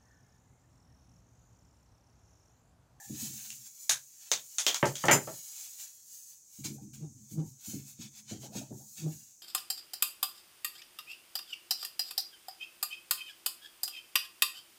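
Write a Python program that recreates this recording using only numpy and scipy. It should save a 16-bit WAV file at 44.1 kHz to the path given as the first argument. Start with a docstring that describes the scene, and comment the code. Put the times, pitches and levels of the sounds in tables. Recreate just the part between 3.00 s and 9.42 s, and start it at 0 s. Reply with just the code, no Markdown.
"""In a small, cluttered workshop a lacquered wooden chair is wiped with a rag, close to the microphone.
A jacket swishes, pliers click and are laid down with wooden knocks and a short metal ring.
Then the rag rubs the backrest in short strokes; the frame thumps, groans and squeaks under the hand.
Cloth is filtered noise, blows are noise bursts through resonances, and the tones are sines.
Clustered reflections die away around the blows; a faint hiss of the room lies beneath."""
import sys
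import numpy as np
from scipy import signal
from scipy.fft import rfft, irfft, next_fast_len
from scipy.io import wavfile
from scipy.ndimage import map_coordinates

SR = 44100
rng = np.random.default_rng(int(sys.argv[2]) if len(sys.argv) > 2 else 0)


def generate_wav(sig):
    """Save sig (samples, or channels by samples) to the path in sys.argv[1] as 16-bit PCM at SR."""
    pcm = np.round(np.clip(np.atleast_2d(sig).T, -1, 1) * 32767).astype(np.int16)
    wavfile.write(sys.argv[1], SR, pcm)


N = 283122   # samples
T = np.arange(N) / SR   # seconds

# resonances of the chair frame: centre_hz, width_hz, level_db
FRAME_MODES = [(116, 35.6, -1), (137.8, 9.3, 6), (211.4, 11.4, 6.5), (276, 39, -0.5), (319.3, 27, -2.5),
               (379, 13, -4.5), (629, 59, -27.5), (870, 120, -55)]


def from_db(db):
    """Decibels to gain."""
    return 10 ** (np.asarray(db) / 20)


def rms(x):
    """Root mean square."""
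    return np.sqrt(np.mean(x ** 2) + 1e-20)


def at_hz(points, hz):
    """Read a table on a log-frequency axis."""
    f, value = np.transpose(points)
    return np.interp(np.log(hz + 1e-9), np.log(f), value)


def cut(x, hz, kind, order=2):
    """Causal Butterworth filter."""
    edge_hz = np.clip(hz, 10, .45 * SR)
    return signal.sosfilt(signal.butter(order, edge_hz, kind, fs=SR, output="sos"), x)


def resonate(x, hz, width_hz):
    """Two-pole resonance with gain 1 on top."""
    r = np.exp(-np.pi * width_hz / SR)
    zeros = np.array([1, 0, -1]) * (1 - r * r) / 2
    poles = [1, -2 * r * np.cos(2 * np.pi * hz / SR), r * r]
    return signal.lfilter(zeros, poles, x + 1e-18)


def body(x, modes):
    """Parallel resonances of alternating sign."""
    return sum((-1) ** k * from_db(db) * resonate(x, hz, width_hz)
               for k, (hz, width_hz, db) in enumerate(modes))


def colour(x, spectrum):
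    """Filter a steady sound by a table of frequency and gain."""
    size = next_fast_len(N)
    hz = np.arange(size // 2 + 1) * SR / size
    return irfft(rfft(x, size) * from_db(at_hz(spectrum, hz)), size)[:N]


def drift(per_s):
    """Slow chance with a spread near 1: random points joined by straight lines."""
    return np.interp(T * per_s, np.arange(4000), rng.standard_normal(4000))


def swell(s, rise_s, fall_s):
    """A rounded rise and fall around one moment; a rise or fall time away it is just under half height."""
    side_s = np.where(T < s, rise_s, fall_s)
    return 1 / np.cosh(np.clip(1.405 * (T - s) / side_s, -20, 20))


def add(out, s, sound):
    """Mix a sound in at a time."""
    start = int(s * SR)
    out[start:start + len(sound)] += sound[:N - start]


def at_level(blow, db):
    """Set the level of a blow's first 30 ms."""
    return from_db(db) * blow / rms(blow[:SR * 3 // 100])


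def cloth():
    """The jacket swishes brightly as the arm moves; the rag rubs lower on the lacquer."""
    # timbre of the jacket, then of the rag: freq_hz, relative_db
    jacket_spectrum = [(200, -28.5), (550, -27), (800, -25), (1200, -21.5), (2000, -26.5), (3000, -20),
                       (4200, -2), (6000, -1.5), (7500, 2.5), (9000, 1.5), (11500, 3.5), (15000, 6)]
    rag_spectrum = [(200, -15), (500, -22), (800, 0), (1150, -9.5), (1500, -3.5), (3000, 3.5), (4500, 2.5),
                    (6000, -3), (8000, -2.5), (11000, -10.5), (15000, -11)]
    jacket_gain, rag_gain = effort()
    room = workshop(direct_db=11.5)
    jacket = signal.fftconvolve(friction(350, grain_db=-13.0, flutter_db=0.85), room)[:N]
    rag = signal.fftconvolve(friction(1100, grain_db=-14.5, flutter_db=2.5), room)[:N]
    jacket = colour(moving(jacket, echo_gain=0.26, travel_s=.00008), jacket_spectrum)
    rag = colour(moving(rag, echo_gain=0.46, travel_s=.00009), rag_spectrum)
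    # each gain sets the level in the band where that cloth is judged
    jacket /= rms(cut(jacket, [9000, 15500], "band"))
    rag /= rms(cut(rag, [1500, 4500], "band"))
    return jacket * jacket_gain + rag * rag_gain


def effort():
    """Gains of jacket and rag: the arms' long motion, then one swell for each stroke; their powers add."""
    # the arms move without a pause until the wiping starts: time_s, swish_db (before the trim below)
    arm_motion = [(0.0, -56), (0.16, -53.5), (0.33, -50), (0.4, -51.5), (0.58, -54), (0.82, -63.5),
                  (1.01, -60), (1.26, -66), (1.4, -56.5), (1.66, -53.5), (2.64, -49.5), (3.17, -68),
                  (3.32, -56.5), (3.43, -73)]
    # stray brushes at first, then the wipes: height_s, rag_db, sleeve_db, rise_s, fall_s
    strokes = [(.245, -52.5, -46, 0.066, 0.043), (.46, -61, -54.5, 0.15, .07),
               (.67, -64.5, -58, .025, 0.016), (.84, -69.5, -54, 0.057, 0.037),
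               (1.26, -66, -61, 0.084, 0.088), (2.0, -54.5, -57, 0.018, 0.14), (2.37, -64.5, -65, .05, .05),
               (2.59, -60.5, -59, .08, .1), (2.81, -59, -52, .03, 0.066), (3.139, -73.5, -56, .06, .13),
               (3.57, -71.5, -59, .06, .08), (3.648, -48.5, -49.5, 0.0057, 0.038),
               (3.74, -79, -59, 0.024, 0.03), (3.84, -85, -70, 0.027, 0.018),
               (3.937, -63.5, -59.5, 0.0028, .04), (4.01, -72, -83.5, .03, 0.031),
               (4.24, -82, -69, 0.042, .05), (4.322, -70.5, -56.5, 0.023, 0.034),
               (4.4, -72, -74, 0.029, .025), (4.48, -79.5, -63.5, .03, 0.049),
               (4.679, -57, -49.5, 0.038, 0.087), (4.896, -65, -56, .04, 0.037),
               (5.031, -54, -62, 0.026, 0.036), (5.19, -59.5, -60.5, 0.037, 0.023),
               (5.305, -53, -63, .02, 0.046), (5.449, -57.5, -60, 0.04, 0.024),
               (5.565, -52.5, -55, 0.024, 0.055), (5.79, -82, -60.5, 0.049, 0.084),
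               (5.94, -79, -58, 0.079, 0.057), (5.98, -56, -54.5, 0.012, 0.054),
               (6.13, -69.5, -58.5, 0.051, 0.14)]
    trim_db, rest_db = -2.5, -76   # rest: what stays of the swish between wipes
    s, swish_db = np.transpose(arm_motion)
    arms = from_db(np.interp(T, s, swish_db + trim_db, right=rest_db))
    jacket_power = arms ** 2
    rag_power = (arms * from_db(-15)) ** 2   # the rag rustles along in the moving hand
    for s, rag_db, sleeve_db, rise_s, fall_s in strokes:
        speed = swell(s, rise_s, fall_s)
        jacket_power = jacket_power + (from_db(sleeve_db) * speed) ** 2
        rag_power = rag_power + (from_db(rag_db) * speed) ** 2
    return np.sqrt(jacket_power), np.sqrt(rag_power)


def friction(grains_per_s, grain_db, flutter_db):
    """Countless fibres slide as a hiss; some snag and let go as tiny ticks."""
    snagged = rng.random(N) < grains_per_s / SR
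    snags = snagged * rng.standard_normal(N) * rng.exponential(1, N)
    hiss = rng.standard_normal(N)
    return (hiss + from_db(grain_db) * snags / rms(snags)) * from_db(flutter_db * drift(60))


def moving(x, echo_gain, travel_s):
    """Echoes off the rails and sleeves shift as the hand moves and comb the sound with drifting bands."""
    out = x
    for k, lag_s in enumerate(np.geomspace(.0007, .006, 6)):
        lag = lag_s * rng.uniform(.8, 1.2) + travel_s * drift(5)
        out = out + (-1) ** k * echo_gain * map_coordinates(x, [(T - lag) * SR], order=3)
    return out


def chair():
    """The frame shudders, thumps, groans and squeaks as the rag drags on it; its back post is scraped."""
    shudder = cut(body(rng.standard_normal(N), FRAME_MODES), 170, "low", order=3)
    return pressure() * shudder / rms(shudder) + thumps() + groans() + squeaks() + scrape()


def pressure():
    """Gain of the shudder: each press on the frame builds quickly, holds and lets go."""
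    # the hand bears on the frame: start_s, end_s, level_db
    presses = [(0.05, 0.617, -65), (3.585, 4.215, -53.5), (4.309, 4.473, -48.5), (4.677, 5.28, -65.5),
               (5.318, 5.806, -57.5), (5.99, 6.187, -57)]
    attack_s, release_s = 0.0074, 0.047
    out = 0
    for start, end, db in presses:
        build = np.clip((T - start) / attack_s, 0, 1)
        out = out + from_db(db) * build * np.exp(-np.maximum(T - end, 0) / release_s)
    return out


def thumps():
    """A soft push on the frame, and its modes ringing after it."""
    # the hand catches and slips: start_s, level_db (after the low-pass), edge_hz (raised 9 % below)
    catches = [(0.0978, -41, 322), (0.136, -68, 230), (0.2186, -44.5, 245), (.259, -56, 230),
               (.3, -52, 243), (0.903, -62.5, 134.5), (1.321, -63.5, 142), (3.587, -49.5, 255),
               (3.648, -43.5, 330), (3.696, -44, 311), (3.8139, -49.5, 284), (4.165, -66, 245),
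               (4.313, -47, 280), (4.486, -75, 228), (4.675, -46.5, 258), (4.735, -39.5, 334),
               (4.99, -47, 276), (5.313, -41, 445), (5.434, -50.5, 734), (5.486, -51, 200),
               (5.554, -39.5, 520), (5.708, -43, 405), (5.984, -53, 303)]
    out = np.zeros(N)
    for s, db, edge_hz in catches:
        push = workshop(direct_db=-1.5, hold_s=0.015)
        thud = body(push, FRAME_MODES) + from_db(-13.0) * cut(push, 100, "high", order=3)
        add(out, s, at_level(cut(thud, 1.09 * edge_hz, "low", order=4), db))
    return out


def groans():
    """Stick and slip: a nearly steady fundamental, overtones roughened by uneven slips, a rasp each slip."""
    # the rag sticks and slips in step with the frame: height_s, level_db, pitch_hz, rise_s, fall_s
    slips = [(4.035, -37.5, 153, 0.018, 0.028), (4.394, -29.5, 156.8, 0.023, 0.032),
             (6.067, -30, 155.9, 0.026, 0.032)]
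    out = 0
    wander_s = np.cumsum(0.0121 * drift(70)) / SR   # bends the pitch by about 1 %
    rasp = cut(rng.standard_normal(N), [350, 1100], "band")
    for s, db, hz, rise_s, fall_s in slips:
        phase = 2 * np.pi * hz * (T + wander_s)
        groan = np.sin(phase)
        for k in range(2, 8):
            overtone = np.sin(k * phase + 2.0 * drift(55))
            groan = groan + from_db(-11.5 - 23 * np.log2(k / 2)) * (1 + .5 * drift(120)) * overtone
        groan = groan + from_db(-34.5) * (1 + np.sin(phase)) * rasp / rms(rasp)
        out = out + from_db(db) * swell(s, rise_s, fall_s) * cut(groan, 1300, "low") / rms(groan)
    return out


def squeaks():
    """Cloth squeaks on lacquer: the pitch climbs as the rag gathers speed; the grip is ragged."""
    # height_s, level_db (before grip and room), pitch_hz (midway in the climb), rise_s, fall_s
    chirps = [(3.779, -68, 655, 0.036, 0.021), (4.041, -71.5, 679, 0.044, 0.027),
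              (4.401, -66.5, 658, 0.025, 0.037), (5.325, -61.5, 600, 0.013, 0.024),
              (5.444, -52, 634.4, 0.011, 0.017), (5.53, -57.5, 664, 0.018, 0.026),
              (5.619, -54, 643, 0.014, 0.012), (5.718, -59.5, 646, .013, 0.015),
              (5.805, -63.5, 650, 0.014, 0.015), (6.068, -58, 614, 0.018, 0.021)]
    climb, climb_s, unevenness = .36, 0.0178, .07   # climb each way and unevenness: shares of the pitch
    out, ragged, grip = 0, drift(600), 1 + 0.91 * drift(250)
    for s, db, hz, rise_s, fall_s in chirps:
        pitch_hz = hz * (1 + climb * np.tanh((T - s) / climb_s) + unevenness * ragged)
        phase = 2 * np.pi * np.cumsum(pitch_hz) / SR
        squeak = np.sin(phase) + from_db(-19) * np.sin(2 * phase)
        out = out + from_db(db) * squeak * grip * swell(s, rise_s, fall_s)
    return signal.fftconvolve(out, workshop(direct_db=3.5))[:N]


def scrape():
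    """A thin scrape on the back post: two rough, level tones that fade as the hand leaves it."""
    # one swell: height_s, rise_s, fall_s
    scrape_swell = (0.024, .06, 0.049)
    # pitch_hz, level_db
    scrape_tones = [(805, -62), (1750, -59)]
    out = 0
    for hz, db in scrape_tones:
        pitch_hz = hz * (1 + .014 * drift(691.5))
        tone = np.sin(2 * np.pi * np.cumsum(pitch_hz) / SR) * (1 + 1.06 * drift(254))
        out = out + from_db(db) * tone / rms(tone)
    return out * swell(*scrape_swell)


def pliers():
    """Hard clicks, then knocks on the shelf and the ring of steel."""
    return clicks() + knocks() + clinks()


def clicks():
    """Pliers and odds and ends click: size sets the lower edge of a blow's noise, hardness the upper."""
    # start_s, level_db, low_edge_hz, high_edge_hz, ring_hz, ring_db (beside the click),
    # snap_db (direct chatter beside the room)
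    hard_clicks = [(0.5035, -49.5, 1900, 9300, 2760, 6, 2), (0.894, -39, 1500, 13900, 4760, 8, 23),
                   (0.896, -29.5, 680, 14800, 3830, 3.5, -3), (0.908, -38.5, 1400, 1930, 1630, 26, 3.5),
                   (1.3159, -30, 434, 6500, 3640, 5, -2), (1.5839, -35, 700, 11020, 3440, 5.5, -4.5),
                   (1.6657, -26.5, 338, 4835, 3250, 10, -3), (1.7445, -36, 700, 6200, 3350, 1.5, -0.5),
                   (1.856, -44, 3000, 13460, 4630, -2, -3), (1.9551, -44, 1600, 7930, 3280, 8.5, -3),
                   (2.055, -45, 4000, 14970, 8100, -6, 0)]
    out = np.zeros(N)
    for s, db, low_hz, high_hz, ring_hz, ring_db, snap_db in hard_clicks:
        blow = contact(snap_db, chatter_s=0.0021)
        click = cut(cut(blow, low_hz, "high", order=3), high_hz, "low")
        click = click + from_db(-7.0) * cut(blow, 14000, "high")   # a thin tick rides on top
        ring = from_db(ring_db) * resonate(click, ring_hz, ring_hz / 10)
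        add(out, s, at_level(click + ring, db))
    return out


def knocks():
    """Pliers bump on a wooden shelf; the spot they hit favours one range of its modes."""
    # start_s, level_db, high_edge_hz, favoured_hz, snap_db (direct chatter beside the room)
    bumps = [(1.828, -22.5, 1920, 480, -1), (2.038, -30, 1500, 540, -4), (2.0837, -20, 3160, 1500, -2),
             (2.111, -23, 2800, 1400, -1), (2.133, -27.5, 1900, 370, -2), (2.2734, -40, 1400, 560, 0)]
    # resonances of the shelf: centre_hz, width_hz, level_db
    shelf_modes = [(132, 27, 3.5), (252, 210, -3.5), (360, 24, -0.5), (407.5, 14, -1.5), (576, 47, -0.5),
                   (651, 41, 1), (856.4, 49, -2.5), (940, 38, -1), (975, 53, -10), (1341, 94, -2.5),
                   (1574, 64, -8.5), (1780, 52, -2.5), (1980, 360, -9), (3260, 600, -13.5)]
    out = np.zeros(N)
    for s, db, high_hz, favoured_hz, snap_db in bumps:
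        blow = contact(snap_db, chatter_s=0.0017)
        crack = from_db(-8.5) * cut(cut(blow, 220, "high"), high_hz, "low")   # steel on wood
        wood = body(blow, shelf_modes)
        wood = wood + from_db(-2) * resonate(wood, favoured_hz, 0.38 * favoured_hz)
        add(out, s, at_level(cut(wood + crack, high_hz, "low"), db))
    return out


def clinks():
    """The steel jaws ring as they land: close pairs of modes beat, so each partial flickers as it dies."""
    # start_s, ring_level_db
    landings = [(2.1125, -32), (2.1305, -32)]
    # partials of the steel: freq_hz, relative_db (flickers below), t60_s
    steel_modes = [(4330, -17, .14), (5040, -10, .17), (5720, -15, .13), (6285, -10, .16), (6906, -16, .14),
                   (7125, 0, .16), (7975, -11, .14), (8207, -7, .17), (10200, -18, .15), (10808, -6, .16),
                   (12180, -7, .13), (12900, -11, .14), (13485, -4, .14), (14950, -14, .14)]
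    out, t = np.zeros(N), T[:SR // 3]
    for s, db in landings:
        ring = 0
        for hz, mode_db, t60 in steel_modes:
            flicker = from_db(mode_db + 2 * drift(77)[:len(t)])
            partial = np.sin(2 * np.pi * (hz * t + rng.random()))
            ring = ring + flicker * partial * np.exp(-np.log(1000) * t / t60)
        jangle = cut(workshop(direct_db=-3.5), 4200, "high")
        add(out, s, at_level(ring, db) + at_level(jangle, db - 5.5))
    return out


def contact(snap_db, chatter_s):
    """Hard surfaces chatter for a moment as they meet; the room answers after that."""
    blow = workshop(direct_db=-20.0)
    t = T[:len(blow)]
    chatter = rng.standard_normal(len(t)) * np.exp(-t / chatter_s)
    chatter = chatter / np.sqrt(np.sum(chatter ** 2))
    return blow * (1 - np.exp(-t / 0.0016)) + from_db(snap_db) * chatter


def workshop(direct_db, hold_s=0.019):
    """The direct pulse, then dense reflections off the clutter that hold briefly and die by band."""
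    # decay of the room: freq_hz, t60_s
    room_t60 = [(120, 0.3), (400, 0.21), (1000, 0.16), (2800, 0.18), (7000, 0.16), (15000, 0.2)]
    t = T[:SR // 3]
    white, tail = rng.standard_normal((2, len(t))), 0
    edges = np.geomspace(60, 19000, 11)
    for k, band in enumerate(zip(edges, edges[1:])):
        t60 = at_hz(room_t60, np.sqrt(band[0] * band[1]))
        decay = np.exp(-np.log(1000) * np.maximum(t - hold_s, 0) / t60)
        tail = tail + cut(white[k % 2], band, "band") * decay
    tail = tail * from_db(2.0 * drift(900)[:len(t)])   # single reflections stand out
    tail /= np.sqrt(np.sum(tail ** 2))
    tail[0] += from_db(direct_db)
    return tail


def room_air():
    """The faint hiss of the room: steady noise with a fixed spectrum."""
    # freq_hz, relative_db
    air_spectrum = [(30, 0.5), (120, 10.5), (300, 3.5), (1000, -3.5), (3500, -18), (6000, 9), (8000, 8.5),
                    (15000, -10.5)]
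    air = colour(rng.standard_normal(N), air_spectrum)
    return from_db(-70.0) * air / rms(air)


def scene():
    """Cloth, chair and pliers over the hiss of the room, on one channel."""
    return (cloth() + chair() + pliers() + room_air())[None]


def record(dry):
    """The microphone has a presence peak and little bass; peaks are rounded and the top is cut."""
    bright = dry + (from_db(14) - 1) * resonate(dry, 6500, width_hz=1062)
    rounded = 0.54 * np.tanh(cut(bright, 47, "high") / 0.55)
    return signal.sosfilt(signal.ellip(10, .2, 70, 15800, fs=SR, output="sos"), rounded)


dry = scene()
out = record(dry)
generate_wav(out)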